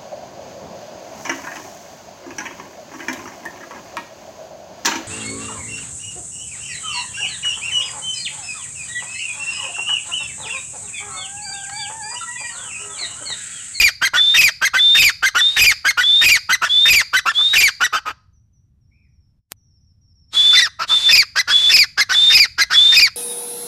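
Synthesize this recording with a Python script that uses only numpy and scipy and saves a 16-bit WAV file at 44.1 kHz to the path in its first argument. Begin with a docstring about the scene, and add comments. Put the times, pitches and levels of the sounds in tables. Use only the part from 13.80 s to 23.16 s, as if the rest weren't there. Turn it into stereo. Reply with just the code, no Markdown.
"""A grey francolin screeches close to the microphone over a low rumble; after a sharp click it sounds further off.
Phrases are two clucks, a thin hissy whistle and a loud screech that breaks, catches and slides down.
Voice: harmonics of a pitch jumping between registers, roughened by noise; whistle: near-pure tone in hiss.
An earth bank and bushes return short scattered echoes; small birds, swept sines, are heard in the pause.
The loudest notes run into a limiter."""
import sys
import numpy as np
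from scipy import signal
from scipy.fft import rfft, irfft
from scipy.io import wavfile
from scipy.ndimage import uniform_filter1d, minimum_filter1d

SR = 44100
rng = np.random.default_rng(int(sys.argv[2]) if len(sys.argv) > 2 else 0)


def persist_wave(psi):
    """Save psi, clipped to +-1, as 16-bit WAV."""
    counts = np.round(np.clip(psi, -1, 1) * 32767).astype(np.int16)
    wavfile.write(sys.argv[1], SR, np.atleast_2d(counts).T)


N = 412776
TIME = np.arange(N) / SR
CLICK_S = 5.72  # a sharp click; from here on the bird sounds further off
NEAR_LAG_SAMPLES = 3  # before the click the left port hears the bird later


def undb(db):
    """Decibels to gain."""
    return 10 ** (np.asarray(db) / 20)


def unit(x):
    """Scale to rms 1."""
    return x / np.sqrt(np.mean(x ** 2))


def follow(t, rows):
    """Columns of a curve, joined by straight lines, at times t."""
    s, *columns = np.transpose(rows)
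    return [np.interp(t, s, column) for column in columns]


def colour(x, points):
    """Minimum-phase filter with the gain of (Hz, dB) points, joined over log frequency."""
    hz, db = np.transpose(points)
    size = 8192
    grid_hz = np.maximum(np.fft.rfftfreq(size, 1 / SR), 1)
    gain = undb(np.interp(np.log(grid_hz), np.log(hz), db))
    # folding the cepstrum makes the response causal
    cepstrum = irfft(np.log(gain))
    cepstrum[1:size // 2] *= 2
    cepstrum[size // 2 + 1:] = 0
    response = irfft(np.exp(rfft(cepstrum)))[:size // 2]
    return signal.oaconvolve(x, response)[:len(x)]


def noise(points):
    """Coloured noise of rms 1."""
    return unit(colour(rng.standard_normal(N), points))


def waver(hz):
    """Random motion of rms 1, low-passed at hz."""
    lowpass = signal.butter(2, hz, fs=SR, output="sos")
    return unit(signal.sosfilt(lowpass, rng.standard_normal(N)))


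def turn(hz):
    """Phase of an oscillator of moving pitch."""
    return 2 * np.pi * np.cumsum(hz) / SR


def perform(notes, fade_s):
    """Lay notes with rows (s, Hz, dB, ..) on the time axis as pitch, gain, ..; both ends fade exponentially."""
    out = np.zeros((len(notes[0][0]) - 1, N))
    for rows in notes:
        start_s, end_s = rows[0][0], rows[-1][0]
        span = np.arange(*np.searchsorted(TIME, [start_s - 10 * fade_s, end_s + 10 * fade_s]))
        t = TIME[span]
        note = np.array(follow(t, rows))
        outside_s = np.abs(t - np.clip(t, start_s, end_s))
        note[1] = undb(note[1]) * np.exp(-outside_s / fade_s)
        # one throat sings one note at a time: the louder one takes over
        out[:, span] = np.where(note[1] > out[1, span], note, out[:, span])
    return out


def register(length_s, from_hz, to_hz, collapse, db, swell_db, rough_from, rough_to):
    """Rows (s, Hz, dB, roughness): scoop, glide, collapse; as pressure fails, level falls and chaos grows."""
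    scoop, scoop_s = .12, .002  # share of pitch below at first, time constant
    collapse_power = 5.5  # the higher, the later the pressure gives way
    db_per_octave, rough_per_collapse = 12, 1.93
    u = np.linspace(0, 1, 32, endpoint=False)
    lost = collapse * u ** collapse_power
    glide_hz = from_hz + (to_hz - from_hz) * u
    hz = glide_hz * (1 - lost) * (1 - scoop * np.exp(-length_s * u / scoop_s))
    level_db = db + swell_db * u + db_per_octave * np.log2(hz / from_hz)
    rough = rough_from + (rough_to - rough_from) * u + rough_per_collapse * lost
    return np.column_stack([length_s * u, hz, level_db, rough])


def gesture(registers):
    """One note: syrinx registers end to end, swelling in at the start."""
    onset_db, onset_s = -5, 0.0027
    starts_s = np.cumsum([0] + [row[0] for row in registers])
    rows = np.vstack([register(*row) + [s, 0, 0, 0] for s, row in zip(starts_s, registers)])
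    rows[:, 2] += onset_db * np.exp(-rows[:, 0] / onset_s)
    return rows


def syrinx(notes, harmonics_db, jitter, shimmer, rasp_db):
    """A membrane between clean and chaotic vibration; rough cycles tear the air once a turn."""
    # Air torn by the syrinx. Each row: frequency in Hz, relative gain in dB.
    rasp_colour = [(250, -17.5), (650, -16), (1000, -4), (3000, 6), (8000, -7.5), (8900, -21),
                   (12400, -11.5), (14500, -28)]
    hz, gain, rough = perform(notes, fade_s=.0022)
    rough = np.clip(rough, 0, 1)
    phase = turn(hz * (1 + jitter * rough * waver(hz=664.5)))
    # the harder the bird pushes, the brighter the note
    effort = (gain / gain.max()) ** 0.34
    tone = 0
    for k, db in enumerate(harmonics_db, 1):
        tone = tone + undb(db) * np.sin(k * phase) * effort ** np.log2(k)
    # in rough stretches a slower flutter of the membrane adds side tones
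    swing = shimmer * rough
    flutter = (waver(hz=440) + np.sqrt(2) * np.sin(.19 * phase)) / np.sqrt(2)
    tone = tone * (1 + swing * flutter) / np.sqrt(1 + swing ** 2)
    pulses = 1 + .6 * np.cos(phase)
    rasp = noise(rasp_colour) * pulses * (rough + .12) * effort * undb(rasp_db)
    return gain * (np.sqrt(2) * tone + rasp)


def screeches():
    """One gesture of chained registers each time, varied in length, pitch and level."""
    # Registers of a screech. Each row: length in s, nominal glide from Hz, to Hz, share of pitch lost in
    # the collapse, relative level in dB, swell in dB, base roughness 0-1 at first, at last.
    registers = [(.022, 1860, 1880, .06, -6, 1, .8, .2), (.023, 2980, 2620, .15, -5, 1.5, .85, .55),
                 (.033, 2540, 2560, .29, 3.5, 2, .12, .04), (.02, 2830, 2880, .26, -6.5, 2, .75, .55),
                 (.064, 2520, 2020, .4, 2, -3.5, .05, .03)]
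    # Each row: start in s, length ratio, pitch ratio, relative level in dB.
    calls = [(-0.058, 0.96, 0.99, -7), (0.543, 0.96, 1.012, -7.5), (1.149, 0.97, 1.003, -6.5),
             (1.766, 1, 1, -6), (2.414, 1.012, 0.99, -6.5), (3.056, 1.022, 0.98, -7), (3.734, 1, 0.97, -7),
             (6.73, 0.91, 0.8, -10.5), (7.288, 0.91, 0.995, -8), (7.895, 0.96, 1.005, -8),
             (8.501, 0.99, 1, -8), (9.122, 1.003, 1, -9)]
    # Harmonic strengths, lowest first, in dB at full effort.
    harmonics_db = [-0.5, -5.5, -10.5, -14.5, -14.5, -28.5]
    shape = gesture(registers)
    notes = [shape * [length, pitch, 1, 1] + [s, 0, db, 0] for s, length, pitch, db in calls]
    return undb(-0.45) * syrinx(notes, harmonics_db, jitter=.12, shimmer=.8, rasp_db=-2.0)


def to_ports(voice, path, lag_samples):
    """Beam and ground colour the voice differently at each port; the left may lag."""
    path = np.array(path)
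    left, right = colour(voice, path[:, [0, 1]]), colour(voice, path[:, [0, 2]])
    return np.array([np.roll(left, lag_samples), right])


def beak_to_microphone(voice):
    """Direct sound: one colouring per port up to the click, another, further-sounding, after it."""
    # Near path, before the click. Each row: frequency in Hz, left gain in dB, right gain in dB.
    near_path = [(1010, -3.5, -0.5), (2060, -9.5, 4), (2560, 4.5, 6), (3077, 2, 1.5), (4430, 2, 5.5),
                 (4670, 1, 12.5), (4900, 0.5, 8.5), (5200, 2, 4.5), (5568, 12, 11), (7520, 4, 10),
                 (9980, -5.5, 2), (10900, -23.5, 4), (11400, 1, 8.5)]
    # Further path, after the click. Each row: frequency in Hz, left gain in dB, right gain in dB.
    far_path = [(1120, -6, -5), (1730, -11, -3.5), (2670, -1.5, 2.5), (3210, -9, -7), (4180, 6.5, 2),
                (5310, 12, 10), (5850, 4.5, -4), (9503, -12.5, -3.5), (10297, -7.5, -1), (12400, 2, -3.5)]
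    near = TIME < CLICK_S
    return to_ports(voice * near, near_path, NEAR_LAG_SAMPLES) + to_ports(voice * ~near, far_path, 0)


def scatter(x, delay_s, t60_s):
    """Many small reflections that build up and die away, unrelated at the two ports."""
    t = TIME[:SR // 2]
    shape = (1 - np.exp(-(t / delay_s) ** 2)) * np.exp(-np.log(1000) * t / t60_s)
    response = rng.standard_normal((2, len(t))) * shape / np.sqrt(np.sum(shape ** 2))
    return signal.fftconvolve(np.atleast_2d(x), response, axes=1)[:, :N]


def bank_echo(bird):
    """As the head turns, the voice strikes other clods: two scatter patterns exchange slowly."""
    heading = 2 * np.pi * 0.4485 * TIME
    clods = [scatter(bird, delay_s=0.0016, t60_s=0.043) for _ in range(2)]
    return undb(-4.5) * (np.cos(heading) * clods[0] + np.sin(heading) * clods[1])


def bush_echo(calls):
    """Bushes throw the calls back coloured, scattered and quieter on the right."""
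    # Reflection of the bushes. Each row: frequency in Hz, relative gain in dB.
    reflection = [(1500, -1), (2500, -0.5), (3500, 1), (4700, 14.5), (6200, 7), (7500, 0), (14000, -6.5)]
    thrown = colour(calls, reflection) * undb(np.where(TIME < CLICK_S, 0, -4))
    return undb([[-23], [-30]]) * scatter(thrown, delay_s=0.019, t60_s=0.42)


def rumble():
    """Low outdoor noise, partly shared by the ports; it dips briefly just before the click."""
    # Spectrum. Each row: frequency in Hz, relative gain in dB.
    spectrum = [(25, -15.5), (50, -8.5), (72, -1.5), (120, -6.5), (230, -22), (450, -42), (2000, -54),
                (14000, -63.5)]
    # Each row: time in s, level in dB.
    level_points = [(0, -51), (4.5, -54.5), (5.59, -54), (5.62, -75.5), (5.71, -76), (5.73, -55),
                    (9.3, -48.5)]
    db, = follow(TIME, level_points)
    shared = noise(spectrum)
    return undb(db) * unit(shared + np.array([noise(spectrum), noise(spectrum)]))


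def clucks():
    """A dull low register, then a brighter, cleaner one; weak notes are hoarser and bend less in pitch."""
    # Registers of a cluck. Each row: length in s, nominal glide from Hz, to Hz, share of pitch lost in
    # the collapse, relative level in dB, swell in dB, base roughness 0-1 at first, at last.
    registers = [(.034, 1410, 1600, .03, -4, 4, .85, .1), (.029, 2090, 1940, .35, -1.5, -3, .12, .08)]
    # Each row: start in s, pitch ratio, relative level in dB, extra level of the upper register in dB.
    calls = [(0.217, 1.04, -8, -2), (0.336, 0.96, -10, -5.5), (0.817, 1.05, -8.5, -0.5),
             (0.937, 1.005, -8.5, -6), (1.427, 1.036, -8, 0), (1.549, 0.95, -8, -2.5),
             (2.049, 1.063, -8, 0), (2.174, 0.97, -8.5, -5), (2.693, 1.013, -8, -0.5),
             (2.818, 0.92, -10.5, -4.5), (3.333, 0.99, -8, -0.5), (3.457, 0.88, -9.5, -5),
             (3.58, .76, -28, -15), (4.006, 0.96, -9, -0.5), (4.128, 0.83, -11, -5), (4.256, 0.76, -19, -3),
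             (6.53, .8, -29, -5), (6.992, 0.8, -15.5, -0.5), (7.094, 0.76, -20, -2.5),
             (7.558, 1.034, -7.5, -1.5), (7.676, 0.91, -10.5, -2), (8.176, 1.066, -6.5, -2),
             (8.294, 0.98, -8.5, -2), (8.782, 1.06, -6.5, -1), (8.903, 0.98, -10, -1)]
    # Harmonic strengths of the lower register, lowest first, in dB at full effort.
    low_harmonics_db = [-1, -14, -21, -19.5, -25, -31.5]
    # Harmonic strengths of the upper register, lowest first, in dB at full effort.
    high_harmonics_db = [-0.5, -6.5, -11.5, -18, -18.5, -22.5]
    far_length, far_hoarse = .94, 1.25  # ratios after the click
    hoarse_below_db, hoarse_per_db = -9.5, 0.5
    t, hz, swell_db, rough = gesture(registers).T
    centre_hz = hz.mean()
    lows, highs = [], []
    for s, pitch, db, upper_db in calls:
        length, hoarse = (1, 1) if s < CLICK_S else (far_length, far_hoarse)
        hoarse += hoarse_per_db * max(hoarse_below_db - db, 0)
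        bent_hz = pitch * centre_hz * (hz / centre_hz) ** (1 / hoarse)
        note = np.column_stack([s + length * t, bent_hz, db + swell_db, rough])
        low, high = np.split(note, 2)
        low[:, 3] = 1 - (1 - low[:, 3]) / hoarse
        lows.append(low)
        highs.append(high * [1, 1, 1, hoarse ** 2] + [0, 0, upper_db, 0])
    low_voice = undb(-0.5) * syrinx(lows, low_harmonics_db, jitter=.115, shimmer=0.65, rasp_db=-13.0)
    high_voice = syrinx(highs, high_harmonics_db, jitter=.11, shimmer=1.0, rasp_db=-14.0)
    return low_voice + high_voice


def whistle_note(s, length_s, from_hz, to_hz, db, pan_from_db, pan_to_db):
    """Rows (s, Hz, dB, left minus right dB): starts weak and flat, scoops in, then glides ever more slowly."""
    attack_s, attack_db, scoop_hz = 0.015, -9, 110.5
    bend = .85  # under 1, the glide levels off
    u = np.linspace(0, 1, 64)
    attack = np.exp(-length_s * u / attack_s)
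    hz = from_hz + (to_hz - from_hz) * u ** bend - scoop_hz * attack
    pan_db = pan_from_db + (pan_to_db - pan_from_db) * u
    return np.column_stack([s + length_s * u, hz, db + attack_db * attack, pan_db])


def whistles():
    """A nearly pure tone in a jet of hiss; its narrow beam swings between the ports as the head turns."""
    # Each row: start in s, length in s, nominal glide from Hz, to Hz, relative level in dB,
    # left minus right in dB at first, at last.
    calls = [(0.368, 0.2, 3485, 3640, -8, 5.5, 5.8), (.99, 0.23, 3533, 3660, -6, 12.5, 10),
             (1.6, 0.17, 3510, 3800, -8, 14, 5.9), (2.234, .2, 3410, 3720, -9, 20, 3.5),
             (2.9, 0.19, 3430, 3660, -8.5, 16, 5), (3.555, 0.19, 3416, 3800, -9.5, 17, 1),
             (6.552, 0.25, 3426, 3560, -9, 14, 10.4), (7.102, .21, 3559, 3517, -7.5, 9, 9.6),
             (7.708, .2, 3393, 3510, -11.5, -6, 4.4), (8.345, .202, 3501, 3670, -9.5, 1, 15.7),
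             (8.945, 0.22, 3430, 3660, -9.5, -6, 16.2)]
    # The whistle falters. Each row: centre in s, half width in s, depth in dB.
    falters = [(.53, .03, -5), (1.741, 0.037, -15.5), (3.705, .024, -7), (7.21, 0.036, -16),
               (7.818, 0.019, -6)]
    # Air hissing past the whistle. Each row: frequency in Hz, relative gain in dB.
    hiss_colour = [(700, -18), (1600, -11), (2700, -9), (3700, 1.5), (5800, -11.5), (7200, -9),
                   (10000, -19.5), (14000, -34)]
    hz, gain, pan_db = perform([whistle_note(*row) for row in calls], fade_s=0.0055)
    falter_db = sum(db * np.exp(-((TIME - s) / width_s) ** 2) for s, width_s, db in falters)
    gain = gain * undb(falter_db + 1.4 * waver(hz=24.57))
    phase = turn(hz * (1 + 0.0062 * waver(hz=250) + 0.0046 * waver(hz=12)))
    wave = np.sin(phase) + undb(-39.5) * np.sin(2 * phase)
    tone = np.sqrt(2) * gain * (1 + 0.13 * waver(hz=114)) * wave
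    near = TIME < CLICK_S
    tone = np.array([np.where(near, np.roll(tone, NEAR_LAG_SAMPLES), tone), tone])
    ports = undb(np.array([pan_db, -pan_db]) / 2)
    ports /= np.sqrt(np.mean(ports ** 2, axis=0))
    # the air keeps flowing where the tone falters
    flow = gain / (gain + undb(-42.5))
    left_hiss = undb(np.where(near, -28, -20)) * noise(hiss_colour)
    right_hiss = undb(np.where(near, -33, -31)) * noise(hiss_colour)
    return tone * ports + flow * np.array([left_hiss, right_hiss])


def small_birds():
    """Falling chips, uneven runs of twitter and a trilled whistle, as sines blurred by distance."""
    # Falling chips. Each row: start in s, starting pitch in Hz, relative level in dB.
    chips = [(4.34, 5870, -68), (4.535, 6130, -65), (4.735, 6100, -65)]
    # Runs of twitter. Each row: from s, to s, mean relative level in dB.
    twitter = [(4.999, 5.52, -72.5), (5.77, 6.08, -64), (6.222, 6.48, -59)]
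    # Distant trilled whistle. Each row: time in s, centre pitch in Hz, relative level in dB.
    trill = [(5.12, 2220, -63), (5.17, 2470, -66), (5.23, 2390, -65), (5.28, 1904, -76.5)]
    calls = list(chips)
    for start_s, end_s, db in twitter:
        for s in np.arange(start_s, end_s, .06):
            dt_s, dhz, ddb = rng.standard_normal(3) * [.012, 110, 2]
            calls.append((s + dt_s, 5700 + dhz, db + ddb))
    falls = [[(s, hz, db), (s + .05, hz * .92, db - 2)] for s, hz, db in calls]
    hz, gain = perform(falls, fade_s=.004)
    song = gain * np.sin(turn(hz))
    hz, gain = perform([trill], fade_s=0.00494)
    trilled_hz = hz * (1 + 0.047 * np.sin(2 * np.pi * 70 * TIME))
    song += undb(2.0) * gain * np.sin(turn(trilled_hz))
    return undb(-1.5) * (song + scatter(song, delay_s=0.015, t60_s=0.43))


def click():
    """One sharp single-sample tick inside a few milliseconds of fizz."""
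    out = undb(-42.0) * rng.standard_normal(N) * np.exp(-np.abs(TIME - CLICK_S) / 0.0048)
    out[int(CLICK_S * SR)] -= undb(5.0)
    return out


def scene():
    """The francolin with its reflections from the bank and the bushes, and the field around it."""
    voice = screeches() + clucks()
    bird = beak_to_microphone(voice)
    whistle = whistles()
    echoes = bank_echo(bird) + bush_echo(voice + whistle.mean(axis=0))
    return bird + whistle + echoes + small_birds() + rumble() + click()


def record(dry):
    """A fast limiter holds each port's peaks; what it removes, rectified, grumbles in the bass; top is cut."""
    ceiling, hold_samples = .9, SR // 1000
    top_hz = 14400
    needed = ceiling / np.maximum(np.abs(dry), ceiling)
    limited = dry * uniform_filter1d(minimum_filter1d(needed, hold_samples), hold_samples)
    bass = signal.butter(2, [42, 160], "bandpass", fs=SR, output="sos")
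    grumble = signal.sosfilt(bass, np.abs(dry - limited))
    top_cut = signal.ellip(8, .2, 80, top_hz, fs=SR, output="sos")
    return signal.sosfilt(top_cut, limited + undb([[-25], [-17]]) * grumble)


dry = scene()
out = record(dry)
persist_wave(out)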